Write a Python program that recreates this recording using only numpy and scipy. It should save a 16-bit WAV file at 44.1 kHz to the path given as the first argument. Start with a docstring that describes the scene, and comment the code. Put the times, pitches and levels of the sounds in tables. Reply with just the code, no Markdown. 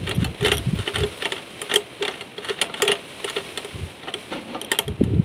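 """A cast-iron sewing machine in a small workshop, turned slowly and unevenly by hand, close to a hand-held microphone.
From the start low bumps and a lumpy rumble come from the grip; blows clack in clusters and ring frame, bed and steel.
Bearings rub and cloth hisses throughout; a spring ticks now and then, metal groans in the first three seconds and
a dry pivot squeaks early on. Late on the work drags on the table, and more bumps on the microphone close the scene.
Blows are noise bursts and damped modes; rubbing, rumble and room hush are coloured noise; bumps are short sine pulses."""
import sys
import numpy as np
from scipy import signal
from scipy.fft import rfft, irfft, next_fast_len
from scipy.io import wavfile
from scipy.ndimage import map_coordinates

SR = 44100
rng = np.random.default_rng(int(sys.argv[2]) if len(sys.argv) > 2 else 0)


def unload_audio(sound):
    """Save the sound as a 16-bit wav file, at the path given as the first command line argument."""
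    columns = np.transpose(np.atleast_2d(sound))
    # keep every value between -1 and 1, then stretch to whole-number steps
    steps = np.round(np.clip(columns, -1, 1) * 32767)
    wavfile.write(sys.argv[1], SR, steps.astype(np.int16))


N = 231260  # samples


def amp(db):
    """Decibels to gain."""
    return 10 ** (np.asarray(db) / 20)


def unit(x):
    """Scale to rms 1."""
    return x / np.sqrt(np.mean(x ** 2) + 1e-20)


def punch(x):
    """Scale a hit so that its first 10 ms carry rms 1."""
    return x / np.sqrt(np.mean(x[:SR // 100] ** 2) + 1e-20)


def along(points, hz):
    """Read (Hz, value) points on a log frequency axis."""
    f, v = np.transpose(points)
    return np.interp(np.log(hz + 1), np.log(f + 1), v)


def curves(rows):
    """One value per sample for each column after the time."""
    s, *columns = np.transpose(rows)
    return [np.interp(np.arange(N) / SR, s, column) for column in columns]


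def wobble(rate):
    """A smooth random curve, rate knots a second."""
    knots = rng.standard_normal(int(N * rate / SR) + 4)
    return map_coordinates(knots, [np.arange(N) * rate / SR])


def swells(rows):
    """A gain that rises and falls around each crest; overlapping swells add in power."""
    power = np.zeros(N + SR)
    for s, half, db in rows:
        first = max(int((s - 3 * half) * SR), 0)
        near = np.arange(first, int((s + 3 * half) * SR))
        gain = amp(db) * np.exp(-((near / SR - s) / half) ** 2)
        power[near] += gain ** 2
    return np.sqrt(power[:N])


def add(track, s, sound):
    """Mix a sound into a track at time s."""
    start = max(round(s * SR), 0)
    track[start:start + len(sound)] += sound[:max(N - start, 0)]


def noise(spectrum):
    """Steady coloured noise of rms 1."""
    size = next_fast_len(N + 8192)
    gain = amp(along(spectrum, np.fft.rfftfreq(size, 1 / SR)))
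    coloured = irfft(rfft(rng.standard_normal(size)) * gain, size)
    return unit(coloured[:N])


def body(spectrum, size=2048):
    """The causal (minimum-phase) impulse response of a body with this spectrum."""
    gain = amp(along(spectrum, np.fft.rfftfreq(size, 1 / SR)))
    cepstrum = irfft(np.log(gain))
    # folding the cepstrum forward in time makes the response causal
    cepstrum[1:size // 2] *= 2
    cepstrum[size // 2 + 1:] = 0
    return irfft(np.exp(rfft(cepstrum)))


def struck(spectrum, vary_db, dull_db=0):
    """The body as one blow finds it: each contact favours other resonances, and a soft one loses the very top."""
    hz, db = np.transpose(spectrum)
    top = np.interp(hz, [10000, 13000], [0, 1])
    varied_db = db + vary_db * rng.standard_normal(len(hz)) - dull_db * top
    return body(np.transpose([hz, varied_db]))


RING_T = np.arange(SR // 6) / SR  # time axis of one hit, s


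def burst(response, attack, t60, tail_db, tail_t60):
    """A contact: noise with a first decay and a second one at its own level, through a body."""
    decay = amp(-60 * RING_T / t60) + amp(tail_db - 60 * RING_T / tail_t60)
    rattle = decay * (1 - np.exp(-RING_T / attack)) * rng.standard_normal(len(RING_T))
    return punch(signal.fftconvolve(rattle, response)[:len(RING_T)])


def ring(modes, attack, scatter_db, detune):
    """Damped modes; every blow excites and tunes them a little differently."""
    hz, db, t60 = np.transpose(modes)[:, :, None]
    level, shift, phase = rng.standard_normal((3, len(modes), 1))
    waves = np.sin(2 * np.pi * (hz * (1 + detune * shift) * RING_T + phase))
    decay = amp(db + scatter_db * level - 60 * RING_T / t60)
    return punch(np.sum(decay * waves, 0) * (1 - np.exp(-RING_T / attack)))


def glance(edge_db):
    """How glancing a blow is: 1 if dull, 0 if square and bright."""
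    return np.interp(edge_db, [-23, -15], [1, 0])


# needle bar, shuttle and feed strike, a cluster for each push on the wheel:
# t/s, blow level/dB, bed knock level/dB re blow, bright edge level/dB re blow (all before the mix trims)
CLACKS = [(.0735, -16.5, -9, -23), (.092, -17, -5.5, -11), (0.1108, -13, -14, -20), (.244, -14, -37, -11.5),
          (0.4084, -21, -10, -14), (.4276, -19, -17, -15), (.4475, -8, -8, -19), (.4574, -9.5, -14, -19),
          (.4652, -18, -11, -7.5), (0.4821, -11, -9.5, -15), (0.5168, -4, -10, -17),
          (0.7876, -21.5, -12, -14), (0.8755, -11.5, -6.5, -25), (0.9576, -9.5, -17, -16.5),
          (.9834, -19, -13, -9.5), (1.0045, -21, 0.5, -13), (1.0336, -14.5, -2, -20),
          (1.222, -14, -12, -21), (1.254, -9.5, -14.5, -19.5), (1.3205, -12, -12.5, -15.5),
          (1.3633, -22.5, -12, -23), (1.381, -24, -30, -24), (1.616, -17.5, -15, -4.5),
          (1.6964, -18.5, -14.5, -20), (1.714, -10, -18.5, -30), (1.7388, -10, -11, -6.5),
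          (1.7591, -8.5, -5, -6), (2.024, -12, -7.5, -19), (2.0505, -12.5, -23, -20),
          (2.0793, -10.5, -12, -20), (2.1098, -25, -9.5, -25), (2.139, -24.5, -25, -30),
          (2.2094, -19.5, -18, -18.5), (2.38, -20.5, -5, -27), (2.4459, -20, -31, -13),
          (2.4869, -17, -17, -19), (2.4951, -12.5, -8.5, -20.5), (2.588, -23, -31, -32),
          (2.614, -6, -24, -8), (2.621, -11.5, -19, -12), (2.7395, -16.5, -18, -19.5),
          (2.82, -6, -10, -6.5), (2.8509, -19, -11, -11), (2.8776, -4.5, -19, -16.5),
          (2.887, -11.5, -9, -30), (2.9123, -18.5, -5, -15), (2.917, -4.5, -14, -15),
          (3.2434, -14.5, -5, -9.5), (3.2972, -17, -31, -10), (3.3641, -12, -6, -33),
          (3.3816, -20.5, -8, -19), (3.5743, -13, -24, -13), (3.6461, -23, -4.5, -10),
          (4.0318, -26, -20, -35), (4.082, -18, -18, -41), (4.139, -17, -10.5, -12), (4.6143, -25, -8, -6),
          (4.716, -5, -15.5, -9.5), (4.7878, -10.5, -11, -7.5), (4.8791, -27, 3, -11),
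          (5.038, -29, -18, -7)]
# resonances of the hollow bed, the loose steel and the thin needle plate: f/Hz, relative level/dB, t60/s
BED = [(401.5, -0.5, 0.11), (430.3, -2.5, 0.085), (374.7, -8.5, 0.065), (496, -11, 0.065)]
STEEL = [(1806, -12.5, 0.062), (1893, 2, 0.018), (2127, -11.5, 0.055), (2775, -7.5, 0.061),
         (3009, -6.5, 0.041), (3053, -8, 0.063), (3306, -1.5, 0.029), (3608, 1.5, 0.012)]
PLATE = [(5690, -25, 0.11), (7360, -7, 0.06), (8900, -14, 0.058), (9280, -4, 0.019), (10000, -5, 0.028),
         (10800, -18, 0.027)]
# colour of a steel contact and of its bright edge: f/Hz, relative level/dB
CRACK = [(600, -25), (1300, -6), (1850, -4.5), (2350, -1), (3200, -1.5), (3800, -9), (4300, -7),
         (4800, -23), (6000, -21.5), (10000, -75)]
EDGE = [(2500, -51), (4800, -3), (5800, -8), (6700, -2), (7400, -3.5), (8200, 1), (9600, 6), (11000, -7),
        (12300, -7), (13200, -14), (15500, -16)]
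FRAME_DB, FRAME_GROWS = -17.5, 0.77  # heavy frame's answer to a 0 dB blow; dB per dB of the blow


def clacks():
    """Steel strikes steel and rings frame, bed and plate; glancing blows are dull, build slowly and graze first."""
    out, crack = np.zeros(N), body(CRACK)
    for s, db, bed_db, edge_db in CLACKS:
        glancing = glance(edge_db)
        rise = .0006 + .0008 * glancing  # s
        lead = rng.uniform(0.0055, 0.008)  # s, the graze starts before the blow
        graze = burst(crack, attack=0.0023, t60=0.055, tail_db=-20, tail_t60=.05)
        add(out, s - lead, glancing * amp(db - 27.5) * graze)

        rattle = burst(struck(CRACK, vary_db=5.0), attack=rise, t60=0.031, tail_db=7, tail_t60=0.05)
        clink = ring(STEEL, attack=rise, scatter_db=4, detune=.015)
        steel = amp(-16.5) * rattle + amp(-13.0) * clink
        bed = amp(-5.0) * ring(BED, attack=.003, scatter_db=2, detune=.022)
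        edge = struck(EDGE, vary_db=5.0, dull_db=5 * glancing)
        snap = burst(edge, attack=rise, t60=0.027, tail_db=-17, tail_t60=0.14)
        plate = ring(PLATE, attack=rise, scatter_db=5, detune=0.017)
        bright = amp(-8.5) * snap + amp(-19) * plate

        blow = amp(db) * (steel + amp(bed_db) * bed + amp(edge_db) * bright)
        frame = amp(FRAME_DB + FRAME_GROWS * db) * frame_ring()
        add(out, s, blow + frame)
    return out


# resonances of the cast-iron frame: f/Hz, relative level/dB, t60/s
FRAME = [(676, -12, 0.7), (722, 1.5, 0.06), (765, 0, 0.12), (894, -0.5, 0.099), (1228, -3, 0.14),
         (1345, 8, 0.052)]
# colour of its thud: f/Hz, relative level/dB
THUD = [(60, -21), (130, -2), (300, 3.5), (600, 5.5), (850, 2.5), (1100, -0.5), (1400, -8), (2000, -20),
        (4000, -72)]


def frame_ring():
    """One knock on the cast-iron frame: a noisy thud and its damped modes."""
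    cast_iron = ring(FRAME, attack=.003, scatter_db=3.5, detune=.01)
    thud = burst(body(THUD), attack=0.0022, t60=0.045, tail_db=1.0, tail_t60=0.15)
    return amp(-8.5) * thud + amp(-8.5) * cast_iron


# the needle bar hits its stop squarely: t/s, level/dB (before the mix trim)
PINGS = [(.5175, -13), (1.248, -11), (1.759, 0.5), (2.6165, -30), (2.9166, -15), (4.1397, -11),
         (4.7163, -9), (4.788, -16)]
# resonances of the steel rod: f/Hz, relative level/dB, t60/s
NEEDLE_BAR = [(3110, 2, 0.02), (3315, -4, 0.031), (5900, -11, 0.014)]


def needle_bar():
    """A short clear ring of the steel rod, as damped modes."""
    out = np.zeros(N)
    for s, db in PINGS:
        rod = ring(NEEDLE_BAR, attack=.0004, scatter_db=1.5, detune=.012)
        add(out, s, amp(db - 15) * rod)
    return out


def catches(rate, spread_db):
    """Random tiny contacts of uneven size, on average rate a second, ringing the steel; rms 1."""
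    landed = rng.random(N) < rate / SR
    sign = np.sign(rng.standard_normal(N))
    contacts = landed * sign * amp(spread_db * rng.random(N))
    scratch = burst(body(CRACK), attack=0.00053, t60=0.012, tail_db=-41, tail_t60=0.011)
    tinkle = ring(STEEL + NEEDLE_BAR, attack=0.0012, scatter_db=2, detune=0.011)
    grit = unit(signal.fftconvolve(contacts, scratch)[:N])
    singing = unit(signal.fftconvolve(contacts, tinkle)[:N])
    return unit(grit + amp(-4.0) * singing)


# how hard the hand drives the wheel: t/s, effort level/dB
EFFORT = [(0, -2.5), (.35, -4), (.45, 0), (1.3, 3), (1.45, -2), (1.68, 0.5), (1.82, -4.5), (2, -4.5),
          (2.15, -2), (2.35, -7.5), (2.7, -5.5), (3.05, -1), (3.35, 3.5), (3.88, -1), (4.1, -9), (4.2, 0.5),
          (4.6, -8), (5.24, -11.5)]
RUB_DB, RUB_GROWS = -39, 0.7  # bearing gain at 0 dB of effort; dB per dB of effort
PLAY_DB, PLAY_LAG_S, PLAY_HALF_S = -29, 0.028, 0.021  # rebounds after a 0 dB blow
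CREEP_DB = -58  # stray ticks at 0 dB of effort


def play():
    """Sparse small rebounds in the slack joints after each blow, and stray ticks that follow the effort."""
    effort_db, = curves(EFFORT)
    shaken = swells([(s + PLAY_LAG_S, PLAY_HALF_S, PLAY_DB + db) for s, db, _, _ in CLACKS])
    rebounds = catches(rate=110, spread_db=6)
    strays = catches(rate=28, spread_db=10)
    return shaken * rebounds + amp(CREEP_DB + RUB_GROWS * effort_db) * strays


# separate scrapes of loose parts, short and long: t/s at the crest, half length/s, level/dB (before the mix trims)
SCRAPES = [(.08, 0.018, -33), (.22, 0.024, -31), (.468, 0.027, -25), (.535, 0.072, -32),
           (.815, 0.029, -30.5), (.882, .02, -44), (.948, 0.0095, -25), (.99, 0.036, -29.5),
           (1.705, .015, -34), (2.17, 0.037, -40), (2.455, 0.034, -33.5), (2.515, 0.048, -32.5),
           (3.385, 0.029, -38), (2.607, .008, -47), (2.79, 0.027, -31.5), (3.288, 0.014, -26.5),
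           (4.335, 0.018, -33.5)]
GRAZE_DB, GRAZE_HALF_S, GRAZE_LAG_S = -31, 0.019, 0.0062  # the scrape around a square 0 dB blow


def scrapes():
    """Sliding parts catch many times around each blow, more if it glances, and in separate strokes."""
    grazes = [(s + GRAZE_LAG_S, GRAZE_HALF_S, GRAZE_DB + db + 12 * glance(edge_db))
              for s, db, _, edge_db in CLACKS]
    grit = catches(rate=420, spread_db=12)
    gain = np.hypot(swells(SCRAPES), swells(grazes))
    return gain * (amp(-3.0) * grit + amp(-17.0) * noise(EDGE))


# colour of the bearings, and of cloth and thread: f/Hz, relative level/dB
BEARING = [(200, -4), (330, 7), (410, 9), (520, 7.5), (800, -2), (1100, 0.5), (1400, -8.5), (2300, 2),
           (3200, 1), (4000, -1), (5000, -28.5), (8000, -33)]
CLOTH = [(3000, 6.5), (5000, 6.5), (7000, 0), (8500, 6), (9700, 10.5), (11000, 0.5), (12500, -2.5),
         (13500, -8), (15500, -7)]
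CLOTH_DB = -48  # hiss at 0 dB of effort, before its flutter
LOAD_DB, LOAD_HALF_S, LOAD_LAG_S = -40, 0.098, 0.01  # extra bearing load, peaking just after a 0 dB blow


def rubbing():
    """Dry bearings grate while cloth and thread hiss; both follow the effort, and each blow loads the bearings."""
    effort_db, = curves(EFFORT)
    load = swells([(s + LOAD_LAG_S, LOAD_HALF_S, LOAD_DB + db) for s, db, _, _ in CLACKS])
    grain = wobble(170)
    grating = amp(-4.0 + 1.9 * grain + 1.0 * wobble(30.1)) * noise(BEARING)
    gritting = amp(-10) * catches(rate=400, spread_db=8)
    bearings = (amp(RUB_DB + RUB_GROWS * effort_db) + load) * (grating + gritting)
    hiss = amp(CLOTH_DB + effort_db + 0.79 * grain) * noise(CLOTH)
    return bearings + hiss


# the thread spring ticks or chatters: t/s, level/dB (before the mix trims), length of the chatter/s
TICKS = [(0.1477, -34, .016), (.526, -26.5, .025), (.5564, -33, 0.0006), (.5705, -25, 0),
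         (0.5811, -20.5, 0), (1.7575, -17.5, 0), (2.6173, -28, 0), (4.6143, -23.5, 0), (4.6472, -29, 0),
         (4.7883, -10, 0), (4.8802, -28, 0)]
# resonances of the wire: f/Hz, relative level/dB, t60/s
SPRING = [(3210, 6.5, 0.018), (5740, -5, 0.014), (9420, 0.5, 0.016), (10350, -2.5, 0.015),
          (11700, 3, 0.0079), (12580, -8, .01)]
CHATTER_GAP_S, CHATTER_FADE_DB_PER_S = 0.0048, 80  # from tick to tick; how fast a chatter dies


def spring():
    """Tiny bright ticks of a wire spring, single or in a fading chatter."""
    out, edge = np.zeros(N), body(EDGE)
    for s, db, length in TICKS:
        count = 1 + int(length / CHATTER_GAP_S)
        for delay in CHATTER_GAP_S * np.arange(count):
            wire = ring(SPRING, attack=.0003, scatter_db=2, detune=.012)
            snap = burst(edge, attack=.0003, t60=.014, tail_db=-22, tail_t60=.05)
            tick = amp(-6.5) * wire + amp(-25) * snap
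            add(out, s + delay, amp(db - CHATTER_FADE_DB_PER_S * delay) * tick)
    return out


# the shuttle drags: t/s at the crest, half length/s, level/dB (before the mix trim)
GROANS = [(.44, 0.016, -15.5), (0.467, 0.017, -21), (.892, 0.023, -22.5), (0.99, 0.06, -29.5),
          (2.021, 0.01, -15.5), (2.87, 0.031, -16), (2.901, 0.01, -17)]


def groans():
    """Dragging metal makes the bed groan: a wavering tone near its first listed mode swells and dies."""
    pitch_hz = BED[0][0] * (1.02 + 0.047 * wobble(60))
    tone = np.sin(2 * np.pi * np.cumsum(pitch_hz) / SR)
    return amp(-3.3) * swells(GROANS) * tone


# a dry pivot: t/s at the crest, half length/s, level/dB, centre f/Hz
SQUEAKS = [(.757, .012, -52, 14750), (1.066, .012, -44, 11100), (1.175, .009, -54, 14750)]


def squeak():
    """Thin stick-slip whistles, very high: sines of wavering pitch."""
    waver_hz = 40 * wobble(200)
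    out = np.zeros(N)
    for s, half, db, hz in SQUEAKS:
        whistle = np.sin(2 * np.pi * np.cumsum(hz + waver_hz) / SR)
        out += swells([(s, half, db)]) * whistle
    return out


# dull knocks of the heavy frame, alone or under a clack: t/s, level/dB (before the mix trims)
FRAME_KNOCKS = [(2.6961, -27), (2.799, -24.5), (2.8886, -24), (4.0719, -28), (4.319, -25.5),
                (4.5464, -21.5), (4.7174, -24.5), (4.789, -21.5)]


def frame_knocks():
    """Dull knocks of the heavy frame, with a little rattle of the loose steel."""
    out = np.zeros(N)
    for s, db in FRAME_KNOCKS:
        shake = burst(body(CRACK), attack=0.00083, t60=0.019, tail_db=-12, tail_t60=0.08)
        add(out, s, amp(db) * (frame_ring() + amp(-14.5) * shake))
    return out


# the work drags on the table: t/s at the crest, half length/s, level/dB (before the mix trims)
SLIDE = [(4.325, 0.012, -31.5), (4.37, 0.038, -33), (4.435, 0.026, -43.5), (4.505, 0.036, -37.5),
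         (4.555, 0.039, -37), (4.65, 0.031, -41.5)]
# colour of the table top: f/Hz, relative level/dB
TABLE = [(100, -17.5), (185, -9), (230, 6), (280, -4.5), (330, 0.5), (430, -18), (525, -0.5), (640, -20),
         (820, -11.5), (1600, -29), (4000, -55)]


def table():
    """A dull scrape on the table with a fainter, brighter rustle on top, both swelling noise."""
    return swells(SLIDE) * (amp(4.0) * noise(TABLE) + amp(-5.5) * noise(CRACK))


# the grip shifts on the microphone: start t/s, length/s, rumble level/dB (before the lumps)
GRIPS = [(0, 0.2, -29.5), (0.157, 0.14, -25), (0.422, .19, -28.5), (0.662, 0.14, -28),
         (0.959, 0.094, -26.5), (3.757, 0.096, -33), (4.885, 0.017, -22.5), (5.009, .2, -22.5)]
# bumps on the microphone: t/s, pulse level/dB, f/Hz
BUMPS = [(0.185, -8, 153), (.222, -14, 146), (0.233, -12.5, 210), (0.428, -13.5, 126), (0.673, -12, 147),
         (.689, -12.5, 133), (0.736, -10, 174), (3.764, -25.5, 108), (3.836, -20.5, 100),
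         (4.897, -18.5, 167), (5.012, -8, 400), (5.017, -3.5, 261), (5.036, -9, 195), (5.138, -14, 302),
         (5.165, -14, 149), (5.199, -4, 159)]
# colour of the rumble: f/Hz, relative level/dB
RUMBLE = [(20, -23), (45, -19), (70, -3), (100, -2.5), (160, -9), (250, -19), (400, -18.5), (800, -49),
          (2000, -95)]
GRIP_ATTACK_S, GRIP_RELEASE_S = 0.013, 0.025  # time constants of the rumble


def handling():
    """Short low pushes on the microphone, and a lumpy rumble while the grip shifts."""
    t = np.arange(N) / SR
    grips = []
    for s, length, db in GRIPS:
        attack = np.minimum(t - s, 0) / GRIP_ATTACK_S
        release = np.maximum(t - s - length, 0) / GRIP_RELEASE_S
        grips.append(amp(db) * np.exp(attack - release))
    lumps = amp(1.5 * wobble(45))
    out = np.max(grips, axis=0) * lumps * noise(RUMBLE)
    for s, db, hz in BUMPS:
        cycles = (t - s) * hz
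        near = np.abs(cycles) < 4
        push = np.sin(2 * np.pi * cycles[near]) / np.cosh(cycles[near] / .42)
        out[near] += amp(db) * push
    return out


# decay of the small room: f/Hz, t60/s
WORKSHOP = [(200, 0.41), (1000, 0.1), (4000, 0.05), (12000, 0.16)]


def workshop(x):
    """The cluttered room answers 5 ms later with a brief noise tail, its low end lasting longest."""
    hz, t, z = signal.stft(rng.standard_normal(SR // 3), SR, nperseg=256)
    decay = amp(-60 * t / along(WORKSHOP, hz)[:, None])
    tail = signal.istft(z * decay, SR, nperseg=256)[1]
    delayed = np.pad(tail / np.linalg.norm(tail), (SR // 200, 0))
    return signal.fftconvolve(x, delayed)[:N]


# colour of the quiet room: f/Hz, relative level/dB
HUSH = [(20, -43), (45, -15), (75, -4.5), (130, 0), (250, -0.5), (450, -4.5), (800, -7.5), (1500, -15),
        (3000, -13.5), (5000, -54), (15000, -43)]


def hush():
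    """The steady hush of the workshop, as coloured noise."""
    return amp(-44.5) * noise(HUSH)


def scene():
    """The machine in its room, and the hand on the microphone."""
    blows = clacks() + needle_bar() + play() + scrapes() + frame_knocks()
    machine = blows + spring() + groans() + squeak() + table()
    room = amp(-19.0) * workshop(machine)
    return (machine + room + rubbing() + handling() + hush())[None]


TOP_HZ = 15700  # band limit of the recorder


def record(dry):
    """The recorder thins the deep bass, rounds the highest peaks and cuts steeply above its band limit."""
    thin = signal.sosfilt(signal.butter(2, 50, "high", fs=SR, output="sos"), dry)
    rounded = thin / (1 + np.abs(thin / .9) ** 6) ** (1 / 6)
    return signal.sosfiltfilt(signal.butter(16, TOP_HZ, fs=SR, output="sos"), rounded)


dry = scene()
out = record(dry)
unload_audio(out)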